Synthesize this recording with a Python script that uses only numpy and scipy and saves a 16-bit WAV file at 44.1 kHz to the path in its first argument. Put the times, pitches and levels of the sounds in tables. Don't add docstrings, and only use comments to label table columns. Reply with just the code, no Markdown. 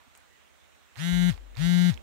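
import sys
import numpy as np
from scipy import signal
from scipy.fft import rfft, irfft, next_fast_len
from scipy.io import wavfile
from scipy.ndimage import uniform_filter1d, map_coordinates

SR = 44100
rng = np.random.default_rng(int(sys.argv[2]) if len(sys.argv) > 2 else 0)


def bounce(signal):
    frames = np.transpose(np.atleast_2d(signal))
    limited = np.clip(frames, -1, 1)
    pcm = np.round(limited * 32767).astype(np.int16)
    wavfile.write(sys.argv[1], SR, pcm)


def gain_from_decibels(decibels):
    exponent = np.asarray(decibels, float) / 20
    return 10 ** exponent


N = 89478

# (time [s], gain [dB])
BASS_GAIN = [
    (.95, -2),
    (1.1, 9.5),
    (1.25, 14.5),
    (1.5, 8),
    (1.75, 16),
    (2.03, 14),
]


def unit(x):
    return x / np.sqrt(np.mean(x ** 2) + 1e-20)


def along(points, hz):
    f, *values = np.transpose(points)
    return np.squeeze([np.interp(np.log(hz + 1), np.log(f + 1), v) for v in values])


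def curves(rows):
    s, *columns = np.transpose(rows)
    return [np.interp(np.arange(N) / SR, s, c) for c in columns]


def wobble(rate):
    knots = rng.standard_normal(int(N * rate / SR) + 4)
    return map_coordinates(knots, [np.arange(N) * rate / SR])


def filtered(x, response):
    m = next_fast_len(N + 8192)
    return irfft(rfft(x, m) * response(np.fft.rfftfreq(m, 1 / SR)), m)[..., :N]


def room_air():
    # (frequency [Hz], left level [dB per Hz], right level [dB per Hz])
    air_colour = [(153, -15, -10.5), (675, 1.5, 3.5), (2000, -4, 2.5), (3980, -11.5, -2), (4670, -14, -10),
                  (7480, -8, -9.5), (11500, -20.5, -20.5), (15000, -15, -14.5)]
    # (frequency [Hz], correlation [-1 to 1])
    coherence = [(150, 0.075), (640, -0.36), (1400, 0.12), (15000, -0.065)]
    z = signal.stft(rng.standard_normal((2, N)), nperseg=512)[2]
    patches = uniform_filter1d(rng.standard_normal(z.shape[1:]), 6, 0)
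    patches = uniform_filter1d(patches, 14, 1)
    pair = signal.istft(z * gain_from_decibels(1.4 * unit(patches)), nperseg=512)[1][:, :N]

    def mid_and_side(hz):
        angle = np.arccos(np.clip(along(coherence, hz), -1, 1)) / 2
        return np.array([np.cos(angle), np.sin(angle)])

    mid, side = filtered(pair, mid_and_side)
    ports = np.array([mid + side, mid - side])
    air = filtered(ports, lambda hz: gain_from_decibels(along(air_colour, hz)) * (hz > 100))
    return gain_from_decibels(-60.5 + 0.032 * curves(BASS_GAIN)[0]) * unit(air)


def distant_machine():
    # (frequency [Hz], level [dB per Hz])
    murmur_colour = [(30, -33), (60, -19), (100, -5.5), (250, -7), (600, -10.5), (1200, -23), (2500, -56)]
    # (frequency [Hz], level [dB])
    partials = [(50, -3.5), (59, -23), (68, 0), (77.5, -1.5), (87, -22)]
    bass_db, t = curves(BASS_GAIN)[0], np.arange(N) / SR
    a, b = filtered(rng.standard_normal((2, N)), lambda hz: gain_from_decibels(along(murmur_colour, hz)))
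    lines = np.zeros(N)
    for hz, db in partials:
        phase = 2 * np.pi * hz * t + 1.05 * wobble(2.9) + 7 * rng.random()
        lines += gain_from_decibels(db + 2.4 * wobble(4.67)) * np.sin(phase)
    murmur = np.array([unit(1.1 * b - a), unit(a)]) * gain_from_decibels(-5.5)
    drone = unit(lines) * [[-1], [1]] + murmur
    return gain_from_decibels(-61.5) * drone * gain_from_decibels([-5 + 1.01 * bass_db, bass_db])


def table_top():
    # (time [s], frequency [Hz], left level [dB])
    hum_path = [
        (1.09, 52, -94),
        (1.13, 54.3, -31),
        (1.17, 48.2, -37),
        (1.21, 47.6, -41),
        (1.4, 47.7, -39),
        (1.58, 45.7, -45),
        (1.66, 53.4, -34.5),
        (1.7, 52, -62),
        (1.76, 49.7, -68),
    ]
    # (time [s], length [s], frequency [Hz], right level [dB])
    rattles = [
        (0.075, 0.026, 246, -54.5),
        (0.337, 0.22, 1943, -62),
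        (1.299, .05, 277, -51),
        (1.705, 0.055, 216, -41),
        (1.79, 0.018, 195, -34),
        (1.865, 0.052, 183, -28),
        (1.923, 0.041, 202, -45),
        (1.957, 0.036, 226, -47),
    ]
    hz, db = curves(hum_path)
    hum = np.sqrt(2) * gain_from_decibels(db + 1.2 * wobble(5.3)) * np.sin(2 * np.pi * np.cumsum(hz) / SR)
    t, rattle = np.arange(N) / SR, np.zeros(N)
    for s, length, hz, db in rattles:
        swell = np.cos(np.pi * np.clip((t - s) / length, -.5, .5)) ** 2
        rattle += gain_from_decibels(db - 1) * swell * np.sin(2 * np.pi * hz * (t - s))
    return hum * gain_from_decibels([[0], [-49]]) + rattle * gain_from_decibels([[-41], [0]])


def ticks():
    # (time [s], right peak level [dB], frequency [Hz], left minus right [dB], decay by 60 dB [s])
    clicks = [(0.1517, -45, 2570, -25, 0.0045), (.151, -58, 7400, 11, 0.0046),
              (0.1542, -64.5, 8550, 9, .008), (0.158, -50, 2500, -10, .004), (.1585, -65, 7250, 6, .009),
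              (0.162, -64, 8400, 10, 0.0095), (0.1758, -45.5, 14000, -16, .004),
              (0.175, -62, 8300, 16, .004), (0.1782, -66, 9300, 11, 0.0097), (0.184, -68, 7550, 10, .008),
              (.202, -67, 9500, 8, .006), (0.946, -48, 9100, -22, 0.0017), (0.9575, -36, 2000, -26, 0.0035),
              (0.9573, -42, 3400, -20, 0.0037), (0.963, -43, 855, -15, 0.01),
              (0.9572, -48, 850, -19, 0.0065), (0.970, -47, 830, -15, 0.01),
              (0.963, -36, 2000, -17, 0.0044), (0.9715, -47, 2600, -12, .003),
              (1.308, -39, 5200, -18, 0.0033), (1.327, -38, 3500, -15, .004), (1.342, -40, 3530, -23, .004),
              (1.3425, -51, 6400, -15, 0.0031), (1.3775, -36, 2320, -30, 0.0025),
              (1.378, -41.5, 820, -19, 0.0068), (1.546, -41, 2200, -21, 0.0026),
              (1.553, -46.5, 3550, -27, 0.013), (1.563, -39, 2000, -21, 0.0035),
              (1.565, -39.5, 840, -17, 0.0063), (1.5703, -32.5, 4230, -25, 0.0033),
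              (1.571, -32, 2300, -24, .004), (1.578, -41, 3800, -22, .004),
              (1.9395, -40, 4400, -21, 0.0046), (1.9425, -35, 3700, -25, .004),
              (1.9421, -39, 6600, -17, 0.0033), (1.9759, -36.5, 3430, -27, 0.0058),
              (1.9755, -38, 2330, -20, 0.0048), (1.9755, -39, 820, -15, 0.0047)]
    out, t = np.zeros((2, N + SR)), np.arange(600) / SR
    for s, db, hz, pan_db, t60 in clicks:
        envelope = gain_from_decibels(db + 8 - 60 * t / t60) * (1 - np.exp(-t / 0.00018))
        roughness = 0.038 * np.sqrt(hz / 100) * np.cumsum(rng.standard_normal(len(t)))
        ring = envelope * np.sin(2 * np.pi * hz * t + roughness)
        out[:, round(s * SR):][:, :len(t)] += ring * gain_from_decibels([[pan_db], [0]])
    return filtered(out[:, :N], lambda hz: hz ** 2 / (hz ** 2 + 500 ** 2))


def shaft_spins():
    # (power on [s], power off [s], top speed [Hz], shake missing at the start [dB],
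    # gain of the middle orders [dB])
    buzzes = [
        (.953, 1.298, 177.1, -9.5, -6.5),
        (1.553, 1.899, 177.0, -4.5, 1),
    ]
    spin_up_s, settle_s, settle_share = .025, .065, .075
    coast_s, creep = .036, .25
    wander_hz = .15 * wobble(26.24)
    spins = []
    for on, off, top_hz, missing_db, valley_db in buzzes:
        cut = slice(round(on * SR), min(round(off * SR) + SR // 8, N))
        t = np.arange(N)[cut] / SR - on
        driven = np.minimum(t, off - on)
        rise = 1 - (1 - settle_share) * np.exp(-driven / spin_up_s) - settle_share * np.exp(-driven / settle_s)
        speed = np.abs(rise * (creep + (1 - creep) * np.exp((driven - t) / coast_s)))
        hz = (top_hz + wander_hz[cut]) * speed
        spins.append((cut, t, speed, hz, top_hz, missing_db, valley_db))
    return spins


def brush_scrape(spins):
    # (frequency [Hz], left level [dB], right level [dB])
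    scrape_colour = [(246, 8.5, -36), (804, -19, 9.5), (2000, -39, -3.5), (4600, -42, 0.5), (6960, -4, -8),
                     (9700, -7, -28), (10600, -35, -7.5), (15800, -15, -13)]
    noise = rng.standard_normal((2, N))
    scrape = filtered(noise[1] + 0.91 * noise, lambda hz: gain_from_decibels(along(scrape_colour, hz)) * (hz > 200))
    scrape = gain_from_decibels(-52.5) * scrape / scrape[1].std()
    out = np.zeros((2, N))
    for cut, t, speed, hz, *_ in spins:
        beat = np.cos(4 * np.pi * (np.cumsum(hz) / SR + 0.17))
        apart = 1.15 * (1 - speed) * (np.exp(2.1 * (beat - 1)) - .3)
        gate = 1 + 0.3 * beat + apart
        chatter = 1 + 7.5 * (1 - speed)
        fade = np.clip((t[-1] - t) / 0.11, 0, 1)
        out[:, cut] += speed ** 2.08 * chatter * fade * gate * scrape[:, cut]
    return out


def shaft_orders(spins):
    # (left level [dB], right level [dB])
    low_orders, high_orders, top_orders = [(-16, -40), (-47, -53), (-58, -53), (-71, -49), (-63, -51),
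                                           (-66, -56), (-72, -58), (-68, -47), (-72, -43), (-66, -45),
                                           (-63, -43), (-67, -42), (-70, -49), (-74, -58), (-71, -57),
                                           (-70, -51), (-65, -44), (-74, -54), (-74, -46), (-71, -46),
                                           (-82, -50), (-76, -43), (-71, -59), (-76, -49), (-75, -54),
                                           (-75, -58), (-85, -54), (-93, -54), (-75, -60), (-79, -58)], [(-72, -60), (-67, -64), (-81, -60),
                                                               (-74, -53), (-64, -67), (-61, -56),
                                                               (-60, -54), (-67, -64), (-56, -57),
                                                               (-61, -61), (-67, -64), (-57, -56),
                                                               (-63, -62), (-65, -75), (-75, -65),
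                                                               (-63, -62), (-75, -67), (-74, -64),
                                                               (-71, -70), (-75, -78), (-71, -70),
                                                               (-75, -70), (-73, -68), (-79, -70),
                                                               (-69, -78), (-75, -66), (-78, -65),
                                                               (-80, -71), (-83, -60), (-77, -65)], [(-86, -72), (-76, -59),
                                                                                    (-81, -69), (-83, -72),
                                                                                    (-84, -64), (-83, -61),
                                                                                    (-84, -64), (-85, -66),
                                                                                    (-89, -67), (-86, -65),
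                                                                                    (-89, -75), (-85, -63),
                                                                                    (-87, -72), (-89, -69),
                                                                                    (-85, -72), (-88, -72),
                                                                                    (-85, -67), (-89, -82),
                                                                                    (-87, -74), (-86, -71),
                                                                                    (-88, -81), (-88, -81),
                                                                                    (-87, -79), (-90, -76),
                                                                                    (-98, -87), (-88, -74),
                                                                                    (-93, -76), (-101, -79)]
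    # (frequency [Hz], gain [dB])
    case = [(300, -14), (1000, -11), (1800, 2), (2600, -5), (3700, -3), (5200, -12), (8000, -14),
            (15000, -24)]
    contacts = [(1, 0, 0), (6, -.15, 0), (14, -.13, .8), (28, -.15, .6), (44, .15, .5), (56, -.17, .3)]
    # (frequency [Hz], lead [rad])
    left_leads = [(180, 1.6), (350, .9), (530, 1.8), (1900, 3), (4300, -2.5), (6350, -.8), (7000, -3.3),
                  (7450, -5.3)]
    shake_law, right_shake_law, buzz_law, pattern_law = 2.7, 0.64, 3.36, 2.3
    swell_s, stall_hz, bass_orders = 0.17, 51.4, 2.7

    out, bass_db = np.zeros((2, N)), curves(BASS_GAIN)[0]
    k = np.arange(1, 89)[:, None]
    start, place, second = np.transpose(contacts)
    group = np.searchsorted(start, k, "right") - 1
    both = 1 + second[group] * np.exp(-2j * np.pi * (.6 * k - .2))
    angle = place[group] - np.angle(both) / (2 * np.pi * k)
    order_db = np.vstack([low_orders, high_orders, top_orders]) + 4.01 + 0.35 * (k == 1)
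    pattern_db = (order_db - uniform_filter1d(order_db, size=7, axis=0)) * (k > 7)
    scatter = rng.standard_normal((2, len(k), 1))
    spread = .3 + .015 * k
    jitter_turns, size_db = .0007 * wobble(120), .6 * wobble(59.35)

    for cut, t, speed, hz, top_hz, missing_db, valley_db in spins:
        remaining = t[-1] - t
        case_db = along(case, k * hz) - along(case, k * top_hz)[:, None]
        valley = valley_db * np.exp(-((k - 28.1) / 4.1) ** 2)
        colour = gain_from_decibels(case_db + valley + size_db[cut]) * speed ** buzz_law * np.clip(remaining / .03, 0, 1)
        stall = 1 + (stall_hz / (hz + 1)) ** 4
        colour[0] = speed ** shake_law / stall * np.clip(remaining / 0.049, 0, 1)
        swell_db = missing_db * np.exp(-t / swell_s) + 0.42 * (bass_db[cut] - bass_db.max())
        colour = colour * gain_from_decibels(swell_db * np.exp((1 - k) / bass_orders))
        turns = np.cumsum(hz) / SR
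        phase = 2 * np.pi * k * (turns - angle + jitter_turns[cut] * (k > 1))
        for ch in range(2):
            left = 1 - ch
            formed_db = order_db[:, ch, None] - pattern_db[:, ch, None] * (1 - speed ** pattern_law)
            shake = np.where(k > 1, 1, (speed + 0.026) ** (ch * (right_shake_law - shake_law)))
            offset = spread * (scatter[1] + left * 0.52 * scatter[0])
            offset = offset + along(left_leads, k * top_hz)[:, None] * left
            out[ch, cut] += (gain_from_decibels(formed_db) * colour * shake * np.cos(phase + offset)).sum(0)
    return out


def motor():
    spins = shaft_spins()
    return brush_scrape(spins) + shaft_orders(spins)


def scene():
    return room_air() + distant_machine() + table_top() + ticks() + motor()


def low_pass(x):
    return signal.sosfilt(signal.butter(12, 15970, fs=SR, output="sos"), x)


def record(dry):
    mix = filtered(dry, lambda hz: (hz < 15760) * 1j * hz / (1j * hz + 5))
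    return low_pass(mix)


dry = scene()
out = record(dry)
bounce(out)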